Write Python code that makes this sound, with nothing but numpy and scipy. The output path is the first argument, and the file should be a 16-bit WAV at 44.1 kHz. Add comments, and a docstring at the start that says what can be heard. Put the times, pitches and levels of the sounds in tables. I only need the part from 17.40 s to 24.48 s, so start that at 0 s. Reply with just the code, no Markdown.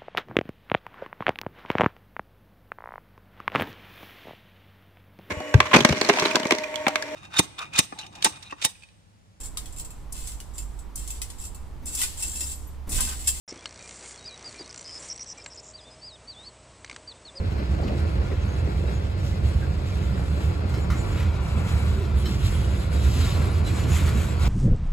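"""A low rumble is heard first: freight cars roll from right to left, shaken by their rough treads.
One worn wheel draws nearer, grinding and throbbing in the same pattern on every turn.
Rolling contact makes the rails sing under each near bogie; slipping steel scrapes, chirps and groans.
Loose gear knocks and clanks, and in the background the cars down the line roar from the left."""
import sys
import numpy as np
from scipy import signal
from scipy.fft import rfft, irfft
from scipy.io import wavfile
from scipy.ndimage import uniform_filter1d, map_coordinates

SR = 44100
rng = np.random.default_rng(int(sys.argv[2]) if len(sys.argv) > 2 else 0)


def int16_out(signal):
    """Quantize to a 16-bit WAV file."""
    q = np.round(np.clip(np.atleast_2d(signal).T, -1, 1) * 32767)
    wavfile.write(sys.argv[1], SR, q.astype(np.int16))


N = 312228
TIME = np.arange(N) / SR
FREQ = np.maximum(np.fft.rfftfreq(N, 1 / SR), 1)

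# modes of car bodies, rails, wheels and a coupler: (frequency [Hz], half-width [Hz], level [dB])
BODY_MODES = [(42.4, 17, -14.5), (60, 7.3, -1.5), (65.7, 12, -1.5), (82.6, 17.7, -5.5)]
TRACK_MODES = [(990, 38, 7.5), (1135, 21, 8.5), (1383, 69, 7.5)]
WHEEL_MODES = [(2060, 110, 2.5), (2628, 60, 0.5), (3290, 220, 0.5), (3845, 30, -3), (4070, 104, -1),
               (4935, 18, -5), (5295, 55, -7), (6820, 37, 5.5), (7130, 25, -1), (7800, 64, 6),
               (8040, 72, 3.5), (9880, 76, 7.5), (10320, 91, 5.5), (11200, 86, 0)]
COUPLER_MODES = [(1130, 80, 2), (1340, 95, 4), (1803, 34, 1), (2076, 88, -1), (3750, 80, -12)]
# spectra of the broadband sounds: (frequency [Hz], relative spectral density [dB])
FRAME_SPECTRUM = [(80, -20), (110, 4), (150, -3.5), (195, -7), (240, -18.5), (400, -26.5), (800, -64)]
RAIL_SPECTRUM = [(300, 1.5), (700, 1.4), (1000, 0.5), (1400, -3), (1750, -20), (2300, -1), (3200, -23)]
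GRIND_SPECTRUM = [(1200, 4.5), (2000, -5.5), (2600, -1.5), (3100, -3), (4200, -3.5), (5000, -9.5),
                  (5800, -10.5), (7000, -13.5)]
HISS_SPECTRUM = [(4500, -68), (6000, -6), (7000, 1), (7900, 2.5), (8700, -4), (10200, -5), (11500, -4.5),
                 (13000, -8), (15500, -19)]
CRASH_SPECTRUM = [(300, -25), (1300, 11), (2600, -6), (4500, 0.5), (8000, -3), (15000, -12)]
ROAR_SPECTRUM = [(150, -14.5), (240, -2.5), (315, 1), (500, -2.5), (800, -9), (1200, -15), (1600, -14.5),
                 (2100, -20), (2700, -22), (3300, -35.5), (4400, -24), (6000, -43.5)]
# throbs of the low rumble, each a brief fading bass tone: (time [s], level [dB], frequency [Hz])
BASS_THROBS = [(0.306, -14, 78), (.62, -18.5, 78), (0.776, -12, 66.2), (.97, -16, 70.5), (1.223, -13.5, 73),
               (1.349, -12, 78.1), (2.019, -14.5, 67), (2.151, -12, 71.8), (2.656, -12.5, 72.8),
               (2.788, -12.5, 75.7), (3.06, -15, 89), (3.496, -16, 72.7), (3.845, -14.5, 81.8),
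               (4.002, -14, 82), (4.149, -14, 79.3), (4.32, -14.5, 70.5), (4.485, -12.5, 74),
               (4.723, -13, 64.2), (5.032, -12.5, 86), (5.148, -10.5, 76.4), (5.253, -17, 71.2),
               (5.505, -12.5, 70), (5.634, -11.5, 68.2), (5.79, -8, 79.3), (5.945, -10.5, 77.2),
               (6.034, -17, 79.5), (6.137, -12, 82.2), (6.511, -8.5, 75), (6.633, -11.5, 81.2),
               (6.755, -11, 73.4), (6.979, -20, 79), (7.036, -10.5, 65.3)]
# one turn of the worn tread: (position [turns], rubbing [dB], frame drone [dB], body shake [dB])
TREAD_PROFILE = [(.02, -8, -2, 1), (.08, 3.5, 1, 2.5), (.17, 1.2, 2, 0.5), (.25, 2.5, 0, 2),
                 (.34, -1.5, 4, -1.5), (.43, 5, 2.2, 3), (.53, 3.5, 0.5, 1.5), (.66, 2, 2.6, 1.3),
                 (.77, 0.5, 2, 2), (.88, -1, -2.5, 1), (.96, -2.5, -0.5, -1)]
# boom of the hopper walls, song of the rails and roar down the line: (time [s], level [dB])
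WALL_ENVELOPE = [(0, -41.5), (2.9, -50), (3.6, -41.5), (4.6, -39), (5.5, -42.5), (7.08, -38.5)]
RAIL_ENVELOPE = [(0, -53), (0.9, -47), (1.76, -53.5), (3.43, -45), (3.59, -43), (4.35, -40.5), (4.6, -45),
                 (5.55, -46.5), (6.04, -39.5), (6.22, -44.5), (6.59, -40), (6.85, -42.5), (6.96, -47),
                 (7.05, -35)]
ROAR_ENVELOPE = [(0, -37.5), (.5, -35.5), (1.05, -37.5), (1.45, -36), (1.8, -38), (3.2, -37.5), (4.2, -38),
                 (5.3, -37.5), (6.0, -35), (7.08, -37)]
# direction of the loudest near bogie: (time [s], lag of the left microphone port [ms])
BOGIE_LAG = [(0, 0.13), (3.0, 0.098), (3.6, 0.15), (4.1, -0.12), (4.5, -0.13), (4.8, 0.1), (5.6, 0.067),
             (6.3, 0.034), (7.08, -0.07)]
# slips of treads and flanges: (mid time [s], length [s], centre [Hz], grinding [dB], hiss [dB])
TREAD_SLIPS = [(1.873, 0.063, 3900, -49, -59), (2.49, 0.052, 2500, -45, -58),
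               (3.045, 0.082, 2420, -47, -52.5), (3.7, 0.072, 1500, -49, -55),
               (3.805, 0.08, 1730, -42, -54), (4.325, 0.33, 1300, -45.5, -56),
               (4.913, 0.1, 3180, -42.5, -55), (5.068, 0.04, 3006, -40, -47),
               (5.705, 0.15, 3900, -45.5, -51), (5.86, 0.17, 2880, -39.5, -51),
               (6.054, .09, 1100, -47, -62), (6.572, 0.11, 2000, -39.5, -41.5),
               (6.686, 0.032, 1700, -41, -47), (6.807, 0.11, 1700, -42.5, -45.5),
               (7.06, 0.063, 3200, -39, -57)]
# knocks of springs and side frames: (time [s], level [dB], decay time [s], centre [Hz])
BOGIE_KNOCKS = [(.396, -28, .09, 500), (.422, -28, .1, 880), (.446, -26.5, 0.22, 315),
                (.494, -31, 0.32, 624), (.516, -32.5, .4, 322), (0.909, -28, 0.25, 377),
                (1.272, -30, 0.21, 320), (1.436, -30.5, 0.21, 500), (1.491, -31.5, 0.13, 360),
                (2.594, -34, .1, 348), (2.97, -31, 0.12, 476), (3.245, -27.5, 0.17, 195),
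                (3.372, -26.5, 0.11, 325), (3.675, -37, .15, 190), (4.15, -30, 0.22, 190),
                (4.86, -33, 0.57, 203), (5.755, -28, 0.56, 189), (6.439, -23.5, 0.22, 200),
                (6.746, -25, 0.22, 190)]
# blows of couplers and brake gear: (time [s], level [dB], decay time [s], ring over crash [dB],
# resonance of the struck part [Hz], that resonance over crash [dB])
GEAR_BLOWS = [(.179, -45, .13, -1, 2500, -4), (.433, -45, 0.19, -9, 4600, 1),
              (0.478, -34, .06, -12, 2670, 2.5), (.912, -46, 0.48, -20, 1900, 2),
              (3.339, -37.5, 0.15, -7, 5100, -10), (3.501, -31, 0.14, -13, 1270, -7),
              (3.518, -39.5, 0.36, -26, 2060, 0), (4.856, -32, 0.13, 3.5, 3850, -5)]
# modes of the loose steel gear: (frequency [Hz], level [dB])
GEAR_MODES = [(3068, 3.5), (4059, 3), (5324, -1), (7919, -7), (11800, -8)]
# chirps of rubbing steel: (mid time [s], length [s], frequency [Hz], level [dB])
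STEEL_CHIRPS = [(1.025, .025, 6480, -56), (1.095, 0.021, 6450, -54), (1.137, 0.022, 6500, -55),
                (1.56, 0.037, 6760, -52), (2.236, 0.026, 1590, -40.5), (2.528, 0.018, 2370, -46),
                (3.427, .026, 7080, -49), (3.598, .045, 7060, -44), (3.60, .04, 7950, -49),
                (3.73, .025, 7080, -50), (4.80, .045, 9440, -45.5), (5.64, 0.19, 3870, -49),
                (5.836, 0.046, 3920, -42), (5.952, .04, 4090, -44), (6.274, 0.038, 3950, -42.5),
                (6.365, 0.041, 7980, -45), (6.365, 0.032, 7040, -46), (6.426, 0.023, 7040, -47),
                (6.523, .035, 6800, -40), (6.56, .04, 7650, -44), (6.91, 0.04, 7600, -45)]
# groan of a loaded bolster turning: (time [s], frequency [Hz], level [dB])
BOLSTER_GLIDE = [(4.4, 410, -42), (4.53, 393, -44), (4.61, 384, -33), (4.7, 379, -48), (4.88, 349.6, -37),
                 (5.05, 332, -51)]

TURN_HZ, TURN_START_S, ABREAST_S = 1.342, 0.2535, 6.47  # the worn wheel
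SPEED_M_S, TRACK_DISTANCE_M = 4.48, 5.12
WORN_GRIND_DB, WORN_HISS_DB = -29.5, -36  # its base levels at 1 m
TRAIN_GRIND_DB, TRAIN_HISS_DB = -50, -67  # even rubbing of all other wheels
SHAKE_DB, SHAKE_DB_PER_S = -27, 0.38  # shake and drone grow as the heavy hoppers draw near
DRONE_DB, DRONE_DB_PER_S = -34, 0.74
WALL_HZ, WALL_WIDTH_HZ = 200, 15.7
KNOCK_WIDTH, PART_WIDTH, SCRAPE_WIDTH = 0.45, 0.15, 0.65  # half-width over centre frequency


def rumble(drone_db, shake_db):
    """Forced vibration: tread bumps shake bodies and bogie frames; the bass throbs in brief tones."""
    body = steady(resonate(contact(spread_db=1.0, rate=900), BODY_MODES), seconds=0.084)
    frames = ports(lambda: steady(colour(contact(spread_db=0.5, rate=900), FRAME_SPECTRUM), seconds=0.13),
                   lag_ms=-0.058, scatter_db=-9.5, pan_db=0.3)
    throbs = sum(undb(db) * fade(s, 0.76, 0.0053) ** 2 * np.sin(2 * np.pi * hz * (TIME - s))
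                 for s, db, hz in BASS_THROBS)
    shake = body * undb(SHAKE_DB + SHAKE_DB_PER_S * TIME + shake_db)
    drone = frames * undb(DRONE_DB + DRONE_DB_PER_S * TIME + drone_db)
    return shake + drone + throbs


def worn_tread():
    """Periodic modulation: the levels of rubbing, drone and shake repeat with each turn of the wheel."""
    position, *columns = np.transpose(TREAD_PROFILE)
    return [np.interp(TURN_HZ * (TIME - TURN_START_S), position, c, period=1) for c in columns]


def near_wheels(rub_db):
    """Rolling contact rings rails and wheels; by spherical spreading the worn one grows as 1 / distance."""
    worn = undb(rub_db) / np.hypot(TRACK_DISTANCE_M, SPEED_M_S * (TIME - ABREAST_S))
    grind_gain = np.hypot(undb(TRAIN_GRIND_DB), undb(WORN_GRIND_DB) * worn)
    hiss_gain = np.hypot(undb(TRAIN_HISS_DB), undb(WORN_HISS_DB) * worn)
    rail_db, = curves(RAIL_ENVELOPE)
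    lag_ms, = curves(BOGIE_LAG)
    surge_db = 1.1 * walk(11) + 0.49 * walk(58)  # slow surges and a quick judder
    rail = ports(rail_song, lag_ms, scatter_db=-4, pan_db=5.5)
    grind = ports(tread_grind, lag_ms, scatter_db=-0.5, pan_db=0.5)
    hiss = tread_hiss()
    ring = 0
    for hz, width, db in WHEEL_MODES:
        drive = grind_gain if hz < 6000 else hiss_gain
        waver_db = 2.4 * walk(15)  # the contact patch wanders
        ring += drive * undb(db + waver_db) * resonate(noise(), [(hz, width, 0)])
    rubbing = grind * grind_gain + hiss * hiss_gain + ring * undb(-17)
    return rail * undb(rail_db) + rubbing * undb(surge_db)


def rail_song():
    """Broadband excitation: the rail radiates a band of noise that peaks at its modes."""
    return colour(noise(), RAIL_SPECTRUM) + undb(-3.5) * resonate(noise(), TRACK_MODES)


def tread_grind():
    """Friction noise: bumps and tiny slips of the tread merge into grinding."""
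    bumps = contact(spread_db=3.5, rate=6400)
    slips = squeaks(rate=360, length=0.013, spread_db=1.7, low_hz=1404.5, high_hz=6213)
    return colour(bumps + undb(-3.5) * slips, GRIND_SPECTRUM)


def tread_hiss():
    """Friction noise on a finer scale: denser bumps and shorter slips merge into hiss."""
    bumps = contact(spread_db=2.0, rate=12000)
    slips = squeaks(rate=670, length=0.0089, spread_db=1.0, low_hz=6030, high_hz=12870)
    return colour(bumps + undb(-5) * slips, HISS_SPECTRUM)


def squeaks(rate, length, spread_db, low_hz, high_hz):
    """Microslip: each tiny slip of tread on rail sounds a brief, damped note of its own."""
    track, age = np.zeros(N), np.arange(SR // 8) / SR
    for when, pitch, phase, size, stretch in rng.random((int(rate * N / SR), 5)):
        hz = low_hz + (high_hz - low_hz) * pitch
        swell = age / (length * (0.5 + stretch))
        envelope = undb(-spread_db * np.log(size + 0.037)) * swell * np.exp(-swell)
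        note = envelope * np.sin(2 * np.pi * (hz * age + phase))
        start = int(when * N)
        track[start:start + len(note)] += note[:N - start]
    return unit(track)


def hopper_walls():
    """Panel resonance: the sheet steel walls boom in one low mode."""
    wall_db, = curves(WALL_ENVELOPE)
    boom = resonate(contact(spread_db=3.5, rate=1200), [(WALL_HZ, WALL_WIDTH_HZ, 0)])
    return undb(wall_db) * steady(boom, seconds=0.23)


def scrapes():
    """Sliding friction: a slipping tread gives a broad, juddering rasp with a fine hiss on top."""
    lag_ms, = curves(BOGIE_LAG)
    grit = ports(lambda: contact(spread_db=1.0, rate=7000), lag_ms, scatter_db=-7, pan_db=1.5)
    hiss = colour(contact(spread_db=4.0, rate=9000), HISS_SPECTRUM)
    slips = 0
    for s, length, hz, grind_db, hiss_db in TREAD_SLIPS:
        rasp = resonate(grit, [(hz, hz * SCRAPE_WIDTH, 0)])
        slips += bell(s, length) * (undb(grind_db) * rasp + undb(hiss_db) * hiss)
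    judder_db = 1.1 * walk(35)
    return slips * undb(judder_db)


def knocks():
    """Damped resonance: springs and side frames to the left rattle, each around its own pitch."""
    spectrum = [(170, 2), (600, -3.5), (1000, -11.5)]  # (frequency [Hz], level [dB])
    rattle = ports(lambda: steady(colour(noise(), spectrum), seconds=0.0098),
                   lag_ms=-0.33, scatter_db=-13.5, pan_db=2)
    return sum(undb(db) * fade(s, t60, rise=0.0035) * resonate(rattle, [(hz, hz * KNOCK_WIDTH, 0)])
               for s, db, t60, hz in BOGIE_KNOCKS)


def clanks():
    """Impact excitation: slack gear crashes in the coupler; the struck part and lighter parts ring."""
    crash = unit(colour(noise(), CRASH_SPECTRUM) + undb(5) * resonate(noise(), COUPLER_MODES))
    ring = unit(sum(undb(db) * np.sin(2 * np.pi * hz * TIME + 0.8 * walk(110))  # phase jitter buzzes
                    for hz, db in GEAR_MODES))
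    blow, strikes = noise(), 0
    for s, db, t60, ring_db, hz, part_db in GEAR_BLOWS:
        part = resonate(blow, [(hz, hz * PART_WIDTH, 0)])
        steel = unit(crash + undb(ring_db) * ring + undb(part_db) * part)
        strikes += undb(db) * fade(s, t60, rise=0.001) * steel
    return strikes


def chirps():
    """Stick-slip oscillation: a flange or a pin catches and squeaks on one unsteady note."""
    waver = 0.75 * walk(120) + 0.81 * walk(7.4)
    return sum(undb(db) * bell(s, length) * np.sin(2 * np.pi * hz * TIME + waver)
               for s, length, hz, db in STEEL_CHIRPS)


def bolster_groan():
    """Frictional creep: loaded steel plates slide over each other with a rough, sinking note."""
    hz, db = curves(BOLSTER_GLIDE)
    sounding = (TIME > BOLSTER_GLIDE[0][0]) & (TIME < BOLSTER_GLIDE[-1][0])
    envelope = sounding * undb(db + 2.4 * walk(30))
    return envelope * np.sin(2 * np.pi * np.cumsum(hz) / SR + 0.99 * walk(20))


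def far_cars():
    """Incoherent summation: the wheels that have gone by merge into a roar from the left."""
    roar_db, = curves(ROAR_ENVELOPE)
    roar = ports(lambda: colour(contact(spread_db=1.5, rate=2500), ROAR_SPECTRUM),
                 lag_ms=-0.4, scatter_db=-4, pan_db=2)
    return roar * undb(roar_db + 1.1 * walk(5.3))


def contact(spread_db, rate):
    """Shot noise: a tread meets the rail in clicks of unequal size, about rate a second."""
    hit = rng.random(N) < rate / SR
    return unit(hit * noise() * undb(spread_db * np.minimum(rng.exponential(size=N), 4)))


def ports(make, lag_ms, scatter_db, pan_db):
    """Path difference: direct sound lags at the left port; scattered sound differs at each port."""
    direct = make()
    delayed = map_coordinates(direct, [(TIME - lag_ms / 1000) * SR], order=3, mode="nearest")
    pair = np.array([delayed, direct]) + undb(scatter_db) * np.array([make(), make()])
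    return unit(pair) * undb(np.array([[pan_db], [-pan_db]]) / 2)


def resonate(x, modes):
    """Modal superposition: x passes through steep resonances of alternating sign."""
    response = sum((-1) ** k * undb(db) / (1 + 1j * (FREQ ** 2 - hz ** 2) / (2 * FREQ * width)) ** 2
                   for k, (hz, width, db) in enumerate(modes))
    return unit(irfft(rfft(x) * response, N))


def colour(x, spectrum):
    """Spectral shaping: x takes on a smooth spectrum that falls away beyond its ends."""
    hz, db = np.transpose(spectrum)
    octaves_beyond = np.maximum(np.log2(hz[0] / FREQ), 0) + np.maximum(np.log2(FREQ / hz[-1]), 0)
    gain_db = np.interp(np.log(FREQ), np.log(hz), db) - 20 * octaves_beyond
    return unit(irfft(rfft(x) * undb(gain_db), N))


def steady(x, seconds):
    """Division by the running rms evens out swells longer than the given time."""
    return x / np.sqrt(uniform_filter1d(x ** 2, int(seconds * SR)) + 1e-9)


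def fade(start, t60, rise):
    """Exponential decay after a quick rise."""
    age = np.maximum(TIME - start, 0)
    return (1 - np.exp(-age / rise)) * np.exp(-np.minimum(np.log(1000) * age / t60, 20))


def bell(middle, length):
    """Gaussian envelope of a slip."""
    return np.exp(-np.minimum(2 * ((TIME - middle) / length) ** 2, 20))


def walk(rate):
    """Random fluctuation of rms 1, low-passed at rate [Hz]."""
    return unit(irfft(rfft(noise()) * np.exp(-0.5 * (FREQ / rate) ** 2), N))


def noise():
    """White noise."""
    return rng.standard_normal(N)


def curves(table):
    """Linear interpolation of each column over time."""
    s, *columns = np.transpose(table)
    return [np.interp(TIME, s, c) for c in columns]


def undb(db):
    """Decibels to gain."""
    return 10 ** (np.asarray(db) / 20)


def unit(x):
    """Normalisation to rms 1."""
    return x / np.sqrt(np.mean(x ** 2))


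def scene():
    """Superposition: the whole train in stereo, eased in and out over 2 ms."""
    rub_db, drone_db, shake_db = worn_tread()
    edges = np.minimum(np.minimum(TIME, TIME[-1] - TIME) / 0.002, 1)
    rolling = rumble(drone_db, shake_db) + hopper_walls() + far_cars() + near_wheels(rub_db)
    return edges * (rolling + scrapes() + knocks() + clanks() + chirps() + bolster_groan())


def record(dry):
    """Stereo colouring: the bass leans right, the high treble is one signal, and both ends are cut."""
    bass_tilt_db, bass_hz, low_cut_hz, high_cut_hz = 1.5, 380, 34, 15700
    tilt = undb(bass_tilt_db / (1 + (FREQ / bass_hz) ** 4))
    left, right = rfft(dry) * np.array([1 / tilt, tilt])
    # above the split the left channel is the right one, inverted and late
    split_hz, lag_s = 6200, 0.000218
    blend = np.pi / 2 * np.clip((FREQ - split_hz) / 700 + 0.5, 0, 1)
    left = np.cos(blend) * left - np.sin(blend) * right * np.exp(-2j * np.pi * FREQ * lag_s)
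    sound = irfft(np.array([left, right]) / np.hypot(1, (low_cut_hz / FREQ) ** 4), N)
    return signal.sosfilt(signal.ellip(8, 0.2, 70, high_cut_hz, fs=SR, output="sos"), sound)


dry = scene()
out = record(dry)
int16_out(out)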